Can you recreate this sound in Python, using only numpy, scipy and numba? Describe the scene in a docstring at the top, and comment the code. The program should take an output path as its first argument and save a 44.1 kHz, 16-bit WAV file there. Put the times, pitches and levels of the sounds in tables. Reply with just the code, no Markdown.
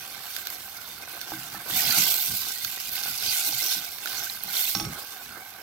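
"""Frying in a steel saucepan

Onions and tomatoes fry on a gas ring: bursts of noise make hiss and crackle, gliding sines the oil bubbles.
Where the spoon bares the hot floor, steam hisses and bubbles burst faster; water drops spit as short noise.
Big bubbles puff into the ringing pan air, others whistle; the spoon knocks (decaying modes) and rasps.
Filtered noise is the flame; two microphones face different ways and colour the treble differently."""
import sys
import numpy as np
from scipy import signal
from scipy.fft import rfft, irfft, next_fast_len
from scipy.io import wavfile
from scipy.ndimage import uniform_filter1d
from numba import njit

SR = 44100
rng = np.random.default_rng(int(sys.argv[2]) if len(sys.argv) > 2 else 0)


def volts_from_db(level):
    """Convert decibel levels to linear amplitude ratios."""
    exponent = np.asarray(level, float) / 20
    return 10 ** exponent


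def to_wav(sig):
    """Store sig (one row per channel, or 1-D mono) as 16-bit WAV at the path in sys.argv[1].

    Samples outside -1..1 are clipped; the rate is SR.
    """
    pcm = np.clip(np.atleast_2d(sig), -1, 1) * 32767
    pcm = np.round(pcm).astype(np.int16)
    wavfile.write(sys.argv[1], SR, pcm.T)  # frames by channels


N = 247842


def level(x, db):
    """Scale to an rms in dB."""
    return x * volts_from_db(db) / np.sqrt(np.mean(x ** 2))


def curve(table, hz):
    """Interpolate a table on a log-frequency axis."""
    f, v = np.transpose(table)
    return np.interp(np.log(np.maximum(hz, 1)), np.log(f), v)


def colour(x, table):
    """Causal minimum-phase filter from (f/Hz, gain/dB) points, through the folded cepstrum."""
    size = 4096
    cepstrum = irfft(np.log(volts_from_db(curve(table, np.fft.rfftfreq(size, 1 / SR)))))
    cepstrum[1:size // 2] *= 2
    cepstrum[size // 2 + 1:] = 0
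    impulse = irfft(np.exp(rfft(cepstrum)))
    return signal.fftconvolve(np.atleast_2d(x), impulse[None], axes=1)[:, :N]


def band(x, lo_hz, hi_hz):
    """Butterworth band-pass."""
    sos = signal.butter(2, [lo_hz, min(hi_hz, SR / 2.1)], "band", fs=SR, output="sos")
    return signal.sosfilt(sos, x)


def pair():
    """White noise at two microphones: alike in the bass, nearly unrelated in the treble."""
    # left-right likeness: f/Hz, correlation
    alike = [(30, 0.89), (130, 0.97), (600, 0.8), (1300, 0.87), (2000, 0.14), (15000, 0.039)]
    size = next_fast_len(N)
    a, b = rfft(rng.standard_normal((2, size)))
    c = np.clip(curve(alike, np.fft.rfftfreq(size, 1 / SR)), 0, 1)
    return irfft(np.array([a, c * a + np.sqrt(1 - c ** 2) * b]), size)[:, :N]


def walk(rate_hz):
    """Random control held 1 / rate_hz s and smoothed twice; spread near 1."""
    k = int(SR / rate_hz)
    held = np.repeat(rng.standard_normal(N // k + 1), k)
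    return 1.3 * uniform_filter1d(uniform_filter1d(held, k), k)[:N]


def bursts(per_s, spread_db, tail_s):
    """Envelope of scattered bursts, most small and a few larger, each dying in tail_s."""
    chance, big = rng.random((2, N))
    power = (chance < per_s / SR) * volts_from_db(-2 * spread_db * np.log(1.02 - big))
    return np.sqrt(signal.lfilter([1], [1, -np.exp(-2 / (tail_s * SR))], power) + 1e-12)


def add(out, x, s):
    """Mix x in at time s."""
    i = int(s * SR)
    out[:, i:i + x.shape[-1]] += x[..., :N - i]


def flame():
    """The gas ring's soft roar: coloured noise, fluttering a little."""
    # gas ring and kitchen spectrum: f/Hz, relative density/dB
    roar = [(25, -32), (48, -6.5), (80, -3), (200, -6), (440, -9.5), (800, -5.5), (1500, -7), (3000, -22)]
    flutter_db = 2.0 * walk(2.99) + 0.31 * walk(14.0)
    return level(colour(pair(), roar), -58) * volts_from_db(flutter_db)


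def lag(x, late_s):
    """Follow a control late (one pole), from its first value on."""
    keep = np.exp(-1 / (late_s * SR))
    return x[0] + signal.lfilter([1 - keep], [1, -keep], x - x[0])


def patches(x, lo_hz, hi_hz, count, own_db, rate_hz):
    """Overlapping narrow bands, each swelling on its own: patches of the pan floor boil at different sizes."""
    size = next_fast_len(N)
    hz = np.fft.rfftfreq(size, 1 / SR)
    place = count * np.log(hz / lo_hz + 1e-9) / np.log(hi_hz / lo_hz)  # band index on a log axis
    whole = rfft(x, size)
    out = 0
    for k in range(count + 1):
        part = irfft(whole * np.maximum(1 - abs(place - k), 0), size)[:, :N]
        out = out + part * volts_from_db(own_db * walk(rate_hz))
    return out


@njit
def sing(start, hz, cycles, glide, size, n, sr):
    """Each bubble is a dying sine that glides up as it nears the surface."""
    out = np.zeros((2, n))
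    for g in range(len(start)):
        z, w = 1. + 0j, 2 * np.pi * hz[g] / sr
        fade = hz[g] / (cycles[g] * sr)
        for i in range(start[g], min(n, start[g] + int(5 / fade))):
            z *= np.exp(1j * w - fade)
            w *= 1 + glide * fade
            out[0, i] += size[0, g] * z.imag
            out[1, i] += size[1, g] * z.real
    return out


def bubbles(per_s, centre_hz, octaves, cycles, spread_db, glide):
    """Ringing bubbles all over the pan, their pitch scattered round a moving centre; rms 1."""
    when, big, life, side, *pitch = rng.random((int(per_s * N / SR), 7)).T
    start = (when * N).astype(int)
    hz = centre_hz[start] * 2 ** (octaves * (sum(pitch) - 3 / 2))
    side_db = np.array([[6], [-6]]) * (side - 1.0)
    size = volts_from_db(-spread_db * np.log(1.02 - big) + side_db) / np.sqrt(cycles * life + 1)
    return level(sing(start, hz, 3 + cycles * life ** 2, glide, size, N, SR), 0)


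def pan_air(x, swing_db):
    """The air in the pan rings; the low and high half of each mode swell apart, so its pitch wanders."""
    # air modes: f/Hz, width/Hz, level/dB
    air_modes = [(783, 263, 0), (1490.5, 235, 5.5), (2200, 335, -3.5), (1021, 1537, -3.5)]

    def half(lo_hz, hi_hz):
        return volts_from_db(swing_db * walk(24)) * band(x, lo_hz, hi_hz)

    return sum(volts_from_db(db) * (half(f, f + w / 2) - half(f - w / 2, f)) for f, w, db in air_modes)


def frying():
    """Three sizes of steam: fine hiss, bubbling in the oil, slow plops in the sauce that ring the air in the pan."""
    # oil bubbling as the spoon bares the hot floor and the sauce slides back: t/s, level/dB
    stir = [(0.0, -45), (0.48, -43.5), (0.7, -46.5), (1.04, -47.5), (1.16, -44.5), (1.66, -45), (1.71, -36),
            (1.77, -30.5), (1.98, -26.5), (2.08, -28), (2.25, -35.5), (2.53, -37), (2.57, -39.5),
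            (2.8, -38), (2.92, -41), (2.97, -36.5), (3.16, -36.5), (3.29, -29), (3.4, -32.5), (3.71, -32.5),
            (3.99, -45.5), (4.07, -38.5), (4.19, -36), (4.42, -45), (4.57, -32), (4.69, -34), (4.89, -45.5),
            (5.62, -51)]
    # spoon ploughing the sauce, raising plops and pan shake: t/s, gain/dB
    plough = [(0, 3.5), (.9, 3.5), (1.6, 7), (2.1, 3.5), (2.4, -1.5), (2.9, 1.5), (3.1, 3), (3.8, 0),
              (4.1, 2.5), (4.6, 3.5), (4.72, -4.5), (4.85, 6.5)]
    # fine hiss against the bubbling: t/s, gain/dB
    hiss_gain = [(1.75, 0), (1.97, -1.5), (2.05, 1.5), (2.9, 0.5), (3.05, -1.5), (3.24, -0.5), (3.3, 0),
                 (3.56, 1), (3.7, -1), (4.5, 0), (4.68, 2), (4.85, 0)]
    t = np.arange(N) / SR
    calm_db = -46  # sauce covers the floor
    heat_db = np.interp(t, *np.transpose(stir)) - calm_db
    plough_db = np.interp(t, *np.transpose(plough))
    hiss_db = np.interp(t, *np.transpose(hiss_gain))
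    # against the oil: the sauce's plops rise and fall about half as much, in dB
    simmer_db = -5.5 - 0.4222 * heat_db + plough_db
    # bubbles get smaller and higher the longer the floor is bare
    centre_hz = 3613 * 2 ** (0.04 * lag(heat_db, late_s=0.3025))

    # one patchy crackle shapes every size, so the bands flare together
    crackle = level(bursts(1100, spread_db=1.3, tail_s=0.011), 0) * volts_from_db(1.74 * walk(60))
    ticks = level(bursts(340, spread_db=1.9, tail_s=0.0004), -8)
    fizz = pair() * (crackle + ticks)
    hiss = level(patches(fizz, 7290, 16530, count=5, own_db=2.0, rate_hz=20), 0.5) * volts_from_db(hiss_db)
    oil = level(patches(fizz, 1977, 6390, count=14, own_db=3.0, rate_hz=30), -7.5)
    oil += level(bubbles(1500, centre_hz, octaves=1.1, cycles=49.5, spread_db=3.5, glide=0.0174), -9.5)
    sauce = np.sqrt(crackle) + level(bursts(130, spread_db=3.1, tail_s=0.0031), -3.0)
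    air = level(pan_air(pair() * sauce, swing_db=3.5), -4.5) * volts_from_db(simmer_db)
    # the dragged spoon shakes the pan on its grate
    drag_db = 7.6 * walk(14) + plough_db - 0.72 * heat_db
    drag = level(band(pair(), 57, 250), -25.5) * volts_from_db(drag_db)
    return (hiss + oil + air + drag) * volts_from_db(calm_db + heat_db)


def in_pan(x):
    """What bursts on the floor also rings the air between the walls, each mode varying as the boiling moves."""
    # air modes across the pan: f/Hz, width/Hz, level/dB
    across = [(2125, 50, -8), (2494, 84, -7.5), (3598, 90, -2), (4367, 99, -3)]
    return x + sum(volts_from_db(db + 3.5 * walk(19)) * band(x, f - w / 2, f + w / 2) for f, w, db in across)


def crack(fast_s, slow_s):
    """A sharp broad crack and its short echo round the pan, unlike at the two microphones."""
    t = np.arange(SR // 20) / SR
    echo_share = 0.16
    return rng.standard_normal((2, len(t))) * (np.exp(-t / fast_s) + echo_share * np.exp(-t / slow_s))


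def spits():
    """Drops of water burst in the oil: cracks in three bands."""
    # drops: t/s, low level/dB, middle level/dB, high level/dB (rms of first 4 ms, before the pan rings)
    drops = [(0.364, -39.5, -35.5, -33.5), (0.4703, -41, -34.5, -33.5), (0.5022, -58, -40, -36),
             (1.214, -45, -38.5, -38), (2.647, -39, -30.5, -32), (2.956, -51, -42, -34),
             (3.0352, -42, -34, -39), (3.225, -41, -53, -34.5), (3.985, -48, -43, -39),
             (4.0573, -35, -36.5, -34), (4.073, -39, -38, -42), (4.436, -59, -58, -31),
             (5.048, -60.5, -57, -44.5), (5.17, -54.5, -51, -51)]
    # low, middle, high band: lower f/Hz, upper f/Hz
    drop_bands = [(1380, 1680), (3000, 8000), (11000, 16000)]
    out = np.zeros((2, N))
    for s, *levels_db in drops:
        pop = crack(fast_s=0.0012, slow_s=0.006)
        for (lo_hz, hi_hz), db in zip(drop_bands, levels_db):
            part = band(pop, lo_hz, hi_hz)
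            onset_rms = np.sqrt(np.mean(part[:, :SR // 250] ** 2))
            add(out, part * volts_from_db(db) / onset_rms, s)
    return out


def whistles():
    """Single bubbles sing out above the fry: brief thin tones that swell and fade."""
    # tones: t/s, f/Hz, envelope peak/dB, swell/s
    tones = [(1.031, 2460, -46, 0.0047), (1.543, 1307, -44, 0.0088), (1.55, 1760, -46.5, .007),
             (2.869, 2430, -46, 0.0075), (3.595, 2090, -36.5, 0.0063), (4.178, 4240, -36.5, 0.0014),
             (4.298, 4070, -28, 0.00065), (4.488, 4240, -35.5, 0.0013), (4.568, 4100, -24.5, 0.00092)]
    out = np.zeros((2, N))
    t = np.arange(SR // 10) / SR
    for s, hz, db, swell_s in tones:
        envelope = t / swell_s * np.exp(1 - t / swell_s)
        add(out, volts_from_db(db) * (envelope * np.sin(2 * np.pi * hz * t))[None], s)
    return out


def plops():
    """A big bubble bursts in the sauce: one short puff rings the air of the pan."""
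    # bursts: t/s, peak/dB
    big_bubbles = [(1.035, -37.5), (1.076, -38), (1.175, -36), (2.506, -36.5), (2.773, -36), (2.978, -37),
                   (3.058, -33), (3.079, -33)]
    out = np.zeros((2, N))
    puff = pan_air(np.exp(-np.arange(N) / SR / 0.000084), swing_db=0)[None, :SR // 10]
    for s, db in big_bubbles:
        add(out, volts_from_db(db) * puff / np.abs(puff).max(), s)
    return out


def modes(table, rise_s, weight=1):
    """One blow: decaying sines that start together, each a little stronger or weaker by chance, peak 1."""
    hz, db, t60_s = np.transpose(table)[:, :, None]
    t = np.arange(SR) / SR
    struck_db = db + 2 * rng.standard_normal(hz.shape) - 60 * t / t60_s
    x = (weight * volts_from_db(struck_db) * np.sin(2 * np.pi * hz * t)).sum(0) * (1 - np.exp(-t / rise_s))
    return x / np.abs(x).max()


def knocks():
    """Wood clacks at once, the pan rocks on its grate a moment later; on the rim the steel wall rings too."""
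    # spoon on floor and side of the pan: thump t/s, thump peak/dB, thump f/Hz, clack peak/dB
    blows = [(1.323, -37, 320, -25.5), (1.361, -43, 139, -63), (1.549, -47, 387, -33),
             (1.973, -33.5, 204, -30.5), (2.049, -49, 119, -48), (3.478, -44, 323, -35.5),
             (3.53, -46.5, 124, -33), (3.754, -44.5, 218, -38), (4.447, -47.5, 166, -41),
             (4.7538, -33, 191, -25.5), (4.803, -41, 263, -31), (4.815, -36, 176, -34)]
    # handle drops on the rim and bounces: t/s, reference level/dB
    rim_blows = [(4.7500, -13), (4.7987, -17.5), (4.825, -30), (4.85, -24)]
    # pan on its grate: f/Hz, relative level/dB, t60/s
    thump_modes = [(50.4, -14, 0.19), (124, -1.5, 0.28), (155.8, -10.5, 0.43), (188.4, -2, 0.21),
                   (263, -8.5, 0.26), (321, 2.5, 0.16)]
    # wood: f/Hz, relative level/dB, t60/s
    clack_modes = [(813, -0.5, 0.024), (1150, -1, 0.0049)]
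    # steel wall: f/Hz, relative level/dB, t60/s
    wall_modes = [(824, -20, .5), (1124, -21, 1.9), (1270, -19, .4), (1534, -11, .07), (4317, -8, .04),
                  (5490, -5, .05), (5539, -7, .17), (6200, -11, .07)]
    out = np.zeros((2, N))
    for s, db, hz, clack_db in blows:
        # a blow wakes the low modes near its own pitch most
        near = np.exp(-(np.log(np.array(thump_modes)[:, :1] / hz) / 0.28) ** 2) + 0.37
        add(out, volts_from_db(db) * modes(thump_modes, 0.0077, near)[None], s)
        add(out, volts_from_db(clack_db) * modes(clack_modes, 0.00015)[None], s - 0.003)
    t = np.arange(SR // 2) / SR
    for s, db in rim_blows:
        add(out, volts_from_db(db - 11.0) * modes(wall_modes, 0.00044)[None], s)
        add(out, volts_from_db(db) * level(band(crack(0.002, 0.014), 640, 6300), -27.5), s)
        # the stove top rattles on under the pan
        rattle = band(pair()[:, :SR // 2], 130, 360) * np.exp(-t / 0.07)
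        add(out, level(rattle, db - 43), s)
    return out


def scrapes():
    """Wood sticks and slips on bare steel: gritty noise in a narrow band at the stroke's pitch."""
    # strokes of the spoon's edge: t/s, length/s, f/Hz, level/dB
    strokes = [(1.83, 0.04, 4900, -39.5), (1.904, 0.017, 4370, -31), (1.967, 0.05, 5900, -34.5),
               (3.27, 0.051, 4400, -38.5), (3.621, 0.097, 5500, -39.5), (3.73, 0.025, 5570, -43)]
    t = np.arange(N) / SR
    grit = pair() * level(bursts(600, spread_db=1.5, tail_s=0.0057), 0)
    out = np.zeros((2, N))
    for s, long_s, hz, db in strokes:
        gate = np.clip(np.minimum(t - s, s + long_s - t) / 0.0035, 0, 1)  # 3.5 ms ramps
        out += level(band(grit, hz / 1.03, hz * 1.12), db) * gate
    return out


def scene():
    """Everything in and under the pan."""
    return in_pan(frying() + spits()) + plops() + scrapes() + whistles() + knocks() + flame()


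def band_limit(x):
    """A steep low-pass at the top of the band."""
    return signal.sosfilt(signal.butter(12, 16990, fs=SR, output="sos"), x)


def record(dry):
    """Each microphone port has its own resonances; the top is cut steeply."""
    # port responses: f/Hz, gain/dB
    left_port = [(300, 3.5), (1000, 1.5), (2000, -2), (3000, 5), (7000, 0), (12000, 4), (15500, -1.5)]
    right_port = [(100, 6), (500, 2.5), (1500, 8), (2500, 7.5), (3300, 7.5), (4300, 11.5), (6200, 10),
                  (7000, 2.5), (9800, -1.5), (11000, 1), (12300, 13.5), (13800, 4.5), (14800, 10),
                  (15600, 4)]
    x = np.vstack([colour(dry[0], left_port), colour(dry[1], right_port)])
    x = signal.sosfilt(signal.ellip(10, 0.3, 52, 15800, fs=SR, output="sos"), x)
    return band_limit(x)


dry = scene()
out = record(dry)
to_wav(out)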